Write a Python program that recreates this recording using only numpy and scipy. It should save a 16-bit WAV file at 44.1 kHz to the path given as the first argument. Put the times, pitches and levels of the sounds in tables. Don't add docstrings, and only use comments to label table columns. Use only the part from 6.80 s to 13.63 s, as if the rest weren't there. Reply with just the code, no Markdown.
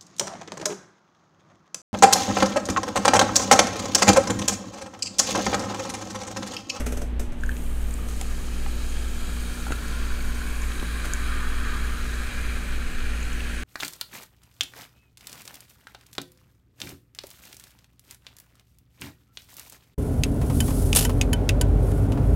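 import sys
import numpy as np
from scipy import signal
from scipy.fft import rfft, irfft, next_fast_len
from scipy.io import wavfile

SR = 44100
rng = np.random.default_rng(int(sys.argv[2]) if len(sys.argv) > 2 else 0)


def wav_record(signal):
    frames = np.transpose(np.atleast_2d(signal))
    bounded = np.clip(frames, -1, 1)
    quanta = np.round(bounded * 32767).astype(np.int16)
    wavfile.write(sys.argv[1], SR, quanta)


N = 301423
TIME = np.arange(N) / SR
STEP = 40
COARSE = TIME[::STEP]


def amp(db):
    return 10 ** (np.asarray(db) / 20)


def rms_one(x):
    return x / np.sqrt(np.mean(x ** 2) + 1e-20)


def smooth_gain(coarse_db):
    return np.interp(TIME, COARSE, amp(coarse_db))


def drift(rate_hz):
    pole = np.exp(-2 * np.pi * rate_hz * STEP / SR)
    settle = 2000
    slow = signal.lfilter([1], [1, -2 * pole, pole * pole], rng.standard_normal(len(COARSE) + settle))
    return rms_one(slow[-len(COARSE):])


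def coloured_noise(spectrum, size):
    hz, db = np.transpose(spectrum)
    grid = np.fft.rfftfreq(size, 1 / SR) + 1
    gain = amp(np.interp(np.log(grid), np.log(hz), db))
    return rms_one(irfft(rfft(rng.standard_normal(size)) * gain, size))


def ring(t, hz, t60):
    return np.sin(2 * np.pi * hz * t) * amp(-60 * t / t60)


def add(out, s, sound):
    at = round(s * SR)
    out[at:at + len(sound)] += sound[:N - at]


# frequency in Hz, mean rms level in dB.
HUM_TONES = [(17.2, -31), (17.95, -37), (37.5, -47), (59.95, -45), (85.7, -49), (120, -51.5), (149.4, -59),
             (161.5, -61), (170.2, -57), (171.4, -55), (181, -57), (186.5, -60), (227, -59), (240, -45.3),
             (284, -56), (298.6, -58), (336, -62), (360, -60), (385, -61), (448, -58), (480, -62),
             (560, -67), (585, -63), (738, -67)]
# frequency in Hz, relative level in dB per Hz.
AIR_SPECTRUM = [(8, -2.5), (22, -2.5), (30, -1), (40, -17.5), (70, -15), (95, -19), (135, -32.5),
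                (175, -21), (210, -26.5), (300, -27), (450, -30.5), (590, -34), (800, -35), (1200, -40),
                (3000, -44), (6000, -62), (9000, -63), (15500, -72)]
# centre in seconds, depth in dB (negative).
LOW_HUM_DIPS = [(0.55, -14), (1.62, -13), (2.758, -4), (5.5, -6.5), (6.13, -11)]
LOW_HUM_HZ, LOW_HUM_DB = 56.75, -29.5
DIP_S = 0.057
FLUTTER_HZ, FLUTTER_WIDTH_HZ, FLUTTER_DB = 58.85, 3.2, -45
AIR_DB = -31.5


def hum():
    low_db = LOW_HUM_DB + sum(db * np.exp(-((COARSE - s) / DIP_S) ** 2) for s, db in LOW_HUM_DIPS)
    out = np.sqrt(2) * smooth_gain(low_db) * np.sin(2 * np.pi * LOW_HUM_HZ * TIME)
    edges = [FLUTTER_HZ - FLUTTER_WIDTH_HZ / 2, FLUTTER_HZ + FLUTTER_WIDTH_HZ / 2]
    band = signal.butter(2, edges, "band", fs=SR, output="sos")
    rumble = signal.sosfilt(band, rng.standard_normal(N + SR))[SR:]
    out += amp(FLUTTER_DB) * rms_one(rumble)
    for hz, db in HUM_TONES:
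        waver = smooth_gain(db + 0.9 * drift(1.2))
        out += np.sqrt(2) * waver * np.sin(2 * np.pi * (hz * TIME + rng.random()))
    return out + amp(AIR_DB) * coloured_noise(AIR_SPECTRUM, next_fast_len(N))[:N]


# start in seconds,
# base level in dB, knock level relative to base in dB, build-up in seconds, catch level in dB,
# treble lift of the rasp in dB.
CREAKS_AND_RASP = [(0, -27, 3, 0.0061, -50, -6), (0.0596, -27, 4.5, .007, -46, -1.5),
                   (0.1185, -32, 10.5, 0.0056, -42, 0), (.167, -33, 9, 0.0069, -39, 0),
                   (0.212, -35.5, 10, 0.0079, -38, 0.5), (.394, -30, 3.5, 0.0031, -37, -0.5),
                   (0.519, -42, 4, 0.0034, -60, -4), (1.284, -37, -25, 0.0039, -52, 4),
                   (4.245, -31, -13, 0.0085, -50, 0)]
# frequency in Hz, relative level in dB, t60 in seconds.
FRAME_MODES = [(246.5, -3.5, 0.28), (340, -5.5, 0.071), (431, -2, 0.085), (480, -1, 0.054),
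               (570, -2, 0.068), (675, -10, 0.032), (1400, -16, 0.04), (2430, -20, 0.05)]
# frequency in Hz, relative level in dB per Hz.
RASP_SPECTRUM = [(250, 8), (600, 3), (950, -6), (1400, 2.5), (1900, -2.5), (2400, -3.5), (4200, -11),
                 (5200, -9.5), (6300, -0.5), (7000, -7), (7650, -3.5), (8400, -4), (9300, -7.5),
                 (10100, -6.5), (10900, -10.5), (11700, -6.5), (13000, -15), (15800, -18)]
CATCH_HZ, CATCH_T60_S = [5240, 5500, 6000], 0.0054
RASP_TREBLE_HZ, RASP_HOLD_S = 3500, 0.0012
KNOCK_DELAY_S = 0.0062


def creaks_and_rasp():
    out, t = np.zeros(N), TIME[:SR // 4]
    for s, db, knock_db, build_s, catch_db, treble_db in CREAKS_AND_RASP:
        rise = np.clip(t / build_s, 0, 1) ** 0.76
        after = np.maximum(t - build_s - RASP_HOLD_S, 0)
        envelope = rise * (amp(-60 * after / 0.036) + 0.78 * amp(-60 * after / 0.29))
        colour = [(hz, level_db + treble_db * (hz > RASP_TREBLE_HZ)) for hz, level_db in RASP_SPECTRUM]
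        rasp = coloured_noise(colour, len(t)) * envelope
        uneven_db = rng.normal(0, 2, len(FRAME_MODES))
        frame = sum(amp(mode_db + e) * ring(t, hz, t60) for (hz, mode_db, t60), e in zip(FRAME_MODES, uneven_db))
        knock = 0.5 * frame * (1 - np.exp(-t / 0.00085))
        tick = sum(ring(t, hz, CATCH_T60_S) for hz in CATCH_HZ)
        add(out, s, amp(db - 7.0) * rasp)
        add(out, s + KNOCK_DELAY_S, amp(db + knock_db) * knock)
        add(out, s + build_s, amp(catch_db) * tick)
    return out


# start in seconds, end in seconds, starting frequency in Hz, climb in octaves per second (negative falls),
# width in octaves from the centre to 1/e, lift in dB (negative makes a hollow).
FIZZ_COLOURS = [(0.61, 1.3, 5800, 0.011, 0.65, -6.5), (0.71, 3.7, 1170, 0.11, 0.084, 7),
                (1, 4.6, 2200, 0.038, 0.054, 0.5), (1.9, 3, 1950, 0.046, 0.056, -14),
                (3.03, 7.2, 1020, 0.15, 0.17, 4), (5.4, 7.2, 2380, 0.049, 0.052, 4),
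                (1.73, 2.3, 1650, 0.01, 0.05, 5.5), (4.9, 7.2, 6100, 0.004, 0.095, 4.5),
                (6.7, 7.2, 13000, 0.01, 0.13, -3), (2, 2.75, 3200, 0.02, 0.06, 3.5),
                (4.2, 5.1, 3520, 0.01, 0.05, -6), (2.5, 3.7, 4480, 0.034, 0.07, 3),
                (3.9, 7.2, 3870, 0.04, 0.085, 2.5), (4.4, 5.2, 3400, 0.02, 0.077, 3.5),
                (2.2, 3.9, 920, 0.1, 0.11, 7.5), (0.8, 2.04, 2950, 0.02, 0.06, 2),
                (3.3, 5, 2300, 0.02, 0.07, 2), (5.9, 7.2, 2800, 0.057, 0.062, 4),
                (1.6, 2.5, 6600, 0.025, 0.06, 2), (5.3, 7.2, 7900, 0.005, 0.06, 3.5),
                (3.6, 6.8, 10400, -0.002, 0.11, 3.5), (3.1, 4.3, 1520, 0.02, 0.08, 1.5),
                (4, 5.3, 1520, -0.064, 0.1, 1.5), (4.3, 4.9, 1710, 0.01, 0.073, -1.5),
                (1.8, 3.2, 3680, 0.033, 0.06, 2.5), (1.1, 2.13, 3430, 0.01, 0.07, -4),
                (4.8, 7.2, 4540, 0.085, 0.11, 1), (0.9, 2.2, 5900, -0.007, 0.1, 1.5)]
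COLOUR_FADE_S = 0.12


def colour_db(hz):
    total_db = 0
    for start, end, start_hz, climb, octaves, db in FIZZ_COLOURS:
        off_centre = np.log2(hz / start_hz) - climb * (COARSE - start)
        inside_s = np.minimum(COARSE - start, end - COARSE)
        fade = np.clip(inside_s / COLOUR_FADE_S + 0.5, 0, 1)
        total_db = total_db + db * np.exp(-(off_centre / octaves) ** 2) * fade
    return total_db


# time in seconds, then the levels of large bubbles, middle bubbles and fine spray in dB.
POUR_LEVELS = [(0.55, -59, -73, -61), (0.63, -59, -61, -53), (0.72, -56, -58.5, -46.5),
               (1.0, -52.5, -53.5, -47), (1.3, -50, -50.5, -46.5), (1.6, -48.5, -50, -48),
               (1.94, -51, -48, -47.5), (2.35, -47, -47, -47), (2.8, -44.5, -45.5, -45),
               (3.12, -44, -45, -46.5), (3.55, -45, -45, -46.5), (4.0, -42.5, -43.5, -47),
               (4.25, -42, -41, -46.5), (4.58, -37, -41.5, -47.5), (4.67, -35, -42.5, -47.5),
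               (4.75, -39, -42, -47.5), (4.81, -37, -41, -47), (4.95, -36.5, -41.5, -47),
               (5.03, -40, -41.5, -48), (5.4, -41, -40.5, -48.5), (5.97, -43.5, -41, -50),
               (6.4, -43.5, -40.5, -50), (6.83, -45, -39.5, -49)]
# centre in Hz, width in Hz, relative level in dB.
LARGE_BANDS = [(928, 130, -22), (1036, 110, -15.5), (1094, 95, -11), (1177, 91, -10.5), (1245, 125, -8.5),
               (1307, 120, -7.5), (1405, 134, -6.5), (1482, 106, -6), (1578, 175, -2.5), (1671, 120, -3.5),
               (1768, 106, -6.5)]
# centre in Hz, width in Hz, relative level in dB.
MIDDLE_BANDS = [(1928, 200, -4), (2118, 137, -6), (2290, 130, -3), (2394, 116, -2.5), (2533, 160, -3),
                (2693, 150, -8), (2854, 146, -7), (3014, 154, -7), (3165, 157, -5.5), (3310, 150, -5.5),
                (3476, 210, -11), (3656, 140, -9.5), (3836, 170, -6.5), (4024, 200, -6.5), (4250, 210, -7),
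                (4480, 240, -7.5), (4730, 230, -8.5), (4980, 250, -10.5), (5220, 220, -12.5)]
# centre in Hz, width in Hz, relative level in dB.
FINE_BANDS = [(5750, 740, -3), (6380, 780, 0.5), (6840, 620, 2), (7680, 400, -0.5), (8180, 590, 0),
              (8820, 330, -0.5), (9220, 340, -1), (9800, 1800, 1), (11300, 1750, -1), (12660, 550, -3.5),
              (13400, 1300, -3.5), (15100, 1200, -7)]
MID_POUR_S, POUR_ONSET_S = 3.7, 0.043


def bubbles(bands, level_db, per_s, spread_db, patchy_db, dulls_db):
    out, gush, since_mid = 0, drift(2.4), COARSE - MID_POUR_S
    bursts = rng.random((2, N)) < per_s / SR
    strength = rng.standard_normal((2, N)) * amp(spread_db * rng.standard_normal(N))
    swarms = bursts * strength
    for k, (hz, width, db) in enumerate(bands):
        edges = [hz - width / 2, min(hz + width / 2, 17000)]
        band = signal.butter(2, edges, "band", fs=SR, output="sos")
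        tilt_db = -dulls_db * since_mid * np.log2(hz / bands[0][0])
        uneven_db = patchy_db * (gush + 3.2 * drift(3.1))
        gain = smooth_gain(db + colour_db(hz) + tilt_db + uneven_db)
        out = out + gain * rms_one(signal.sosfilt(band, swarms[k % 2]))
    onset = np.clip((TIME - POUR_LEVELS[0][0]) / POUR_ONSET_S, 0, 1)
    return amp(level_db) * onset * rms_one(out)


def fizz():
    s, *columns = np.transpose(POUR_LEVELS)
    large_db, middle_db, fine_db = [np.interp(TIME, s, c) for c in columns]
    return (bubbles(LARGE_BANDS, large_db, 1500, spread_db=0.9, patchy_db=0.3, dulls_db=-0.93)
            + bubbles(MIDDLE_BANDS, middle_db, 5000, spread_db=-1.3, patchy_db=0.2, dulls_db=1.5)
            + bubbles(FINE_BANDS, fine_db, 12000, spread_db=1.5, patchy_db=0.25, dulls_db=-0.2))


# start in seconds,
# base level in dB, centre in Hz, breadth in octaves, t60 in milliseconds.
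CRACK_PARTS = [(.609, -42, 7000, .15, 7.5), (0.636, -39.5, 5600, 1.74, 10), (.663, -32, 6800, .12, 6.3),
               (0.693, -37, 5230, 1.6, 8.4), (.716, -27, 3320, 0.24, 9.7), (0.767, -29.5, 4240, 0.89, 6.5),
               (.8217, -40, 6000, .8, 7), (.864, -30, 3200, .15, 8.2), (1.108, -20, 8300, 0.18, 7.5),
               (1.14, -11, 8220, 0.14, 7), (1.181, -29, 8300, .2, 7.5), (1.3116, -36, 6800, .15, 7.5),
               (1.4126, -27, 5000, 1.72, 8.1), (1.4125, -22, 7600, 0.07, 11), (1.4144, -20, 9300, .08, 10),
               (1.8625, -28, 1500, 0.59, 6.4), (2.098, -33, 6800, .1, 12), (2.8665, -36, 1700, 0.32, 7.4),
               (2.907, -39, 2100, 0.62, 11), (2.9207, -27, 3350, 1.44, 9.1), (2.9208, -33, 9400, 0.091, 25),
               (2.922, -28, 3950, .1, 15), (2.9235, -43, 1880, 0.39, 11), (2.928, -16, 4450, 0.12, 13),
               (2.927, -34, 6650, .1, 10), (3.082, -28, 10100, .08, 10), (3.082, -33, 6600, .15, 8),
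               (3.820, -25.5, 6600, 0.3, 5.2), (3.838, -36, 2600, .3, 8), (3.919, -20, 3600, 0.35, 7.8),
               (3.997, -18, 3600, 0.34, 7.6), (4.3355, -13.5, 8300, 0.81, 5.5),
               (6.404, -34, 6550, 0.11, 7.5), (6.429, -28, 6750, 0.11, 7.5), (6.530, -30, 6760, 0.28, 7.5),
               (6.606, -24, 2570, 0.28, 7.5)]
# start in seconds, base level in dB, frequency in Hz,
# cycles until the ring is 60 dB down.
ICE_KNOCKS = [(1.414, -39.5, 770, 27), (1.8625, -39.5, 785, 21), (2.867, -32, 840, 12),
              (2.905, -37, 170, 2.5), (2.9059, -24, 294, 3), (2.9066, -16, 840, 2.6),
              (2.9203, -21.5, 397, 2.8), (3.106, -33, 126, 3), (4.027, -21.5, 310, 2.4),
              (4.029, -22, 1110, 4.3)]
# frequency in Hz, relative level in dB.
ICE_MODES = [(1300, 6), (1700, 3), (2030, 7), (2630, 5), (3130, -5.5), (3950, -6.5), (4400, -19),
             (5850, -11), (6650, 2.5), (7050, 3), (7550, -6.5), (8420, -10.5), (9400, -8.5), (10200, -4.5),
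             (11600, -9)]
SNAP_DB, SNAP_DB_PER_OCTAVE = -32, 24.5
GLASS_ECHO_S, GLASS_ECHO_DB = 0.0016, -8


def ice():
    out, t = np.zeros(N), TIME[:SR // 25]
    for s, db, centre_hz, octaves, t60_ms in CRACK_PARTS:
        modes = 0
        for hz, mode_db in ICE_MODES:
            nearness = np.exp(-(np.log2(hz / centre_hz) / octaves) ** 2)
            modes = modes + amp(mode_db) * nearness * ring(t, hz, t60_ms / 1000)
        tone = (1 - np.exp(-t / 0.00059)) * modes
        snap = -np.exp(-t / 0.00007) + 0.18 * rng.standard_normal(len(t)) * amp(-60 * t / 0.013)
        snap_db = db + SNAP_DB + SNAP_DB_PER_OCTAVE * octaves
        add(out, s, amp(db + 2.5) * tone + amp(snap_db) * snap)
        add(out, s + GLASS_ECHO_S, amp(db + GLASS_ECHO_DB) * tone)
    for s, db, hz, cycles in ICE_KNOCKS:
        soft_start = 1 - np.exp(-t / 0.0014)
        add(out, s, -amp(db + 12.0) * soft_start * ring(t, hz, cycles / hz))
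    return out


# start in seconds,
# peak level in dB, nominal pitch in Hz.
RISING_TONES = [(0.635, -22.5, 1620), (.692, -21, 1660), (1.19, -39, 1250), (1.683, -38, 1250),
                (1.759, -39, 1250), (2.8005, -34, 1380), (2.866, -29, 1430), (2.882, -39, 1430),
                (2.9062, -33, 1460), (2.9218, -23, 1405), (3.304, -30.5, 1530), (3.616, -29, 1560),
                (4.244, -31, 1460), (4.335, -26.5, 1590), (6.605, -27, 2630)]
TONE_CYCLES = 10.7


def rising_tones():
    out = np.zeros(N)
    for s, db, hz in RISING_TONES:
        u = TIME[:round(TONE_CYCLES / hz * SR)] * hz / TONE_CYCLES
        swell = np.sin(np.pi * u ** 0.53) ** 2
        cycles = TONE_CYCLES * (0.956 * u + 0.05 * u ** 2)
        add(out, s, amp(db) * swell * np.sin(2 * np.pi * cycles))
    return out


ROOM_T60_S = 0.24
FIZZ_ROOM_DB, TAP_ROOM_DB = -13.5, -15


def room(x, wet_db):
    t = TIME[:SR // 2]
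    dull_noise = signal.lfilter([0.5], [1, -0.5], rng.standard_normal(len(t)))
    tail = dull_noise * amp(-60 * t / ROOM_T60_S) * (t > 0.004)
    return x + amp(wet_db) * signal.fftconvolve(x, tail / np.sqrt(np.sum(tail ** 2)))[:N]


def scene():
    taps = room(rising_tones() + ice() + creaks_and_rasp(), TAP_ROOM_DB)
    return (taps + room(fizz(), FIZZ_ROOM_DB) + hum())[None]


CUTOFF_HZ = 16100


def record(dry):
    return signal.sosfilt(signal.cheby2(20, 70, CUTOFF_HZ, fs=SR, output="sos"), dry)


dry = scene()
out = record(dry)
wav_record(out)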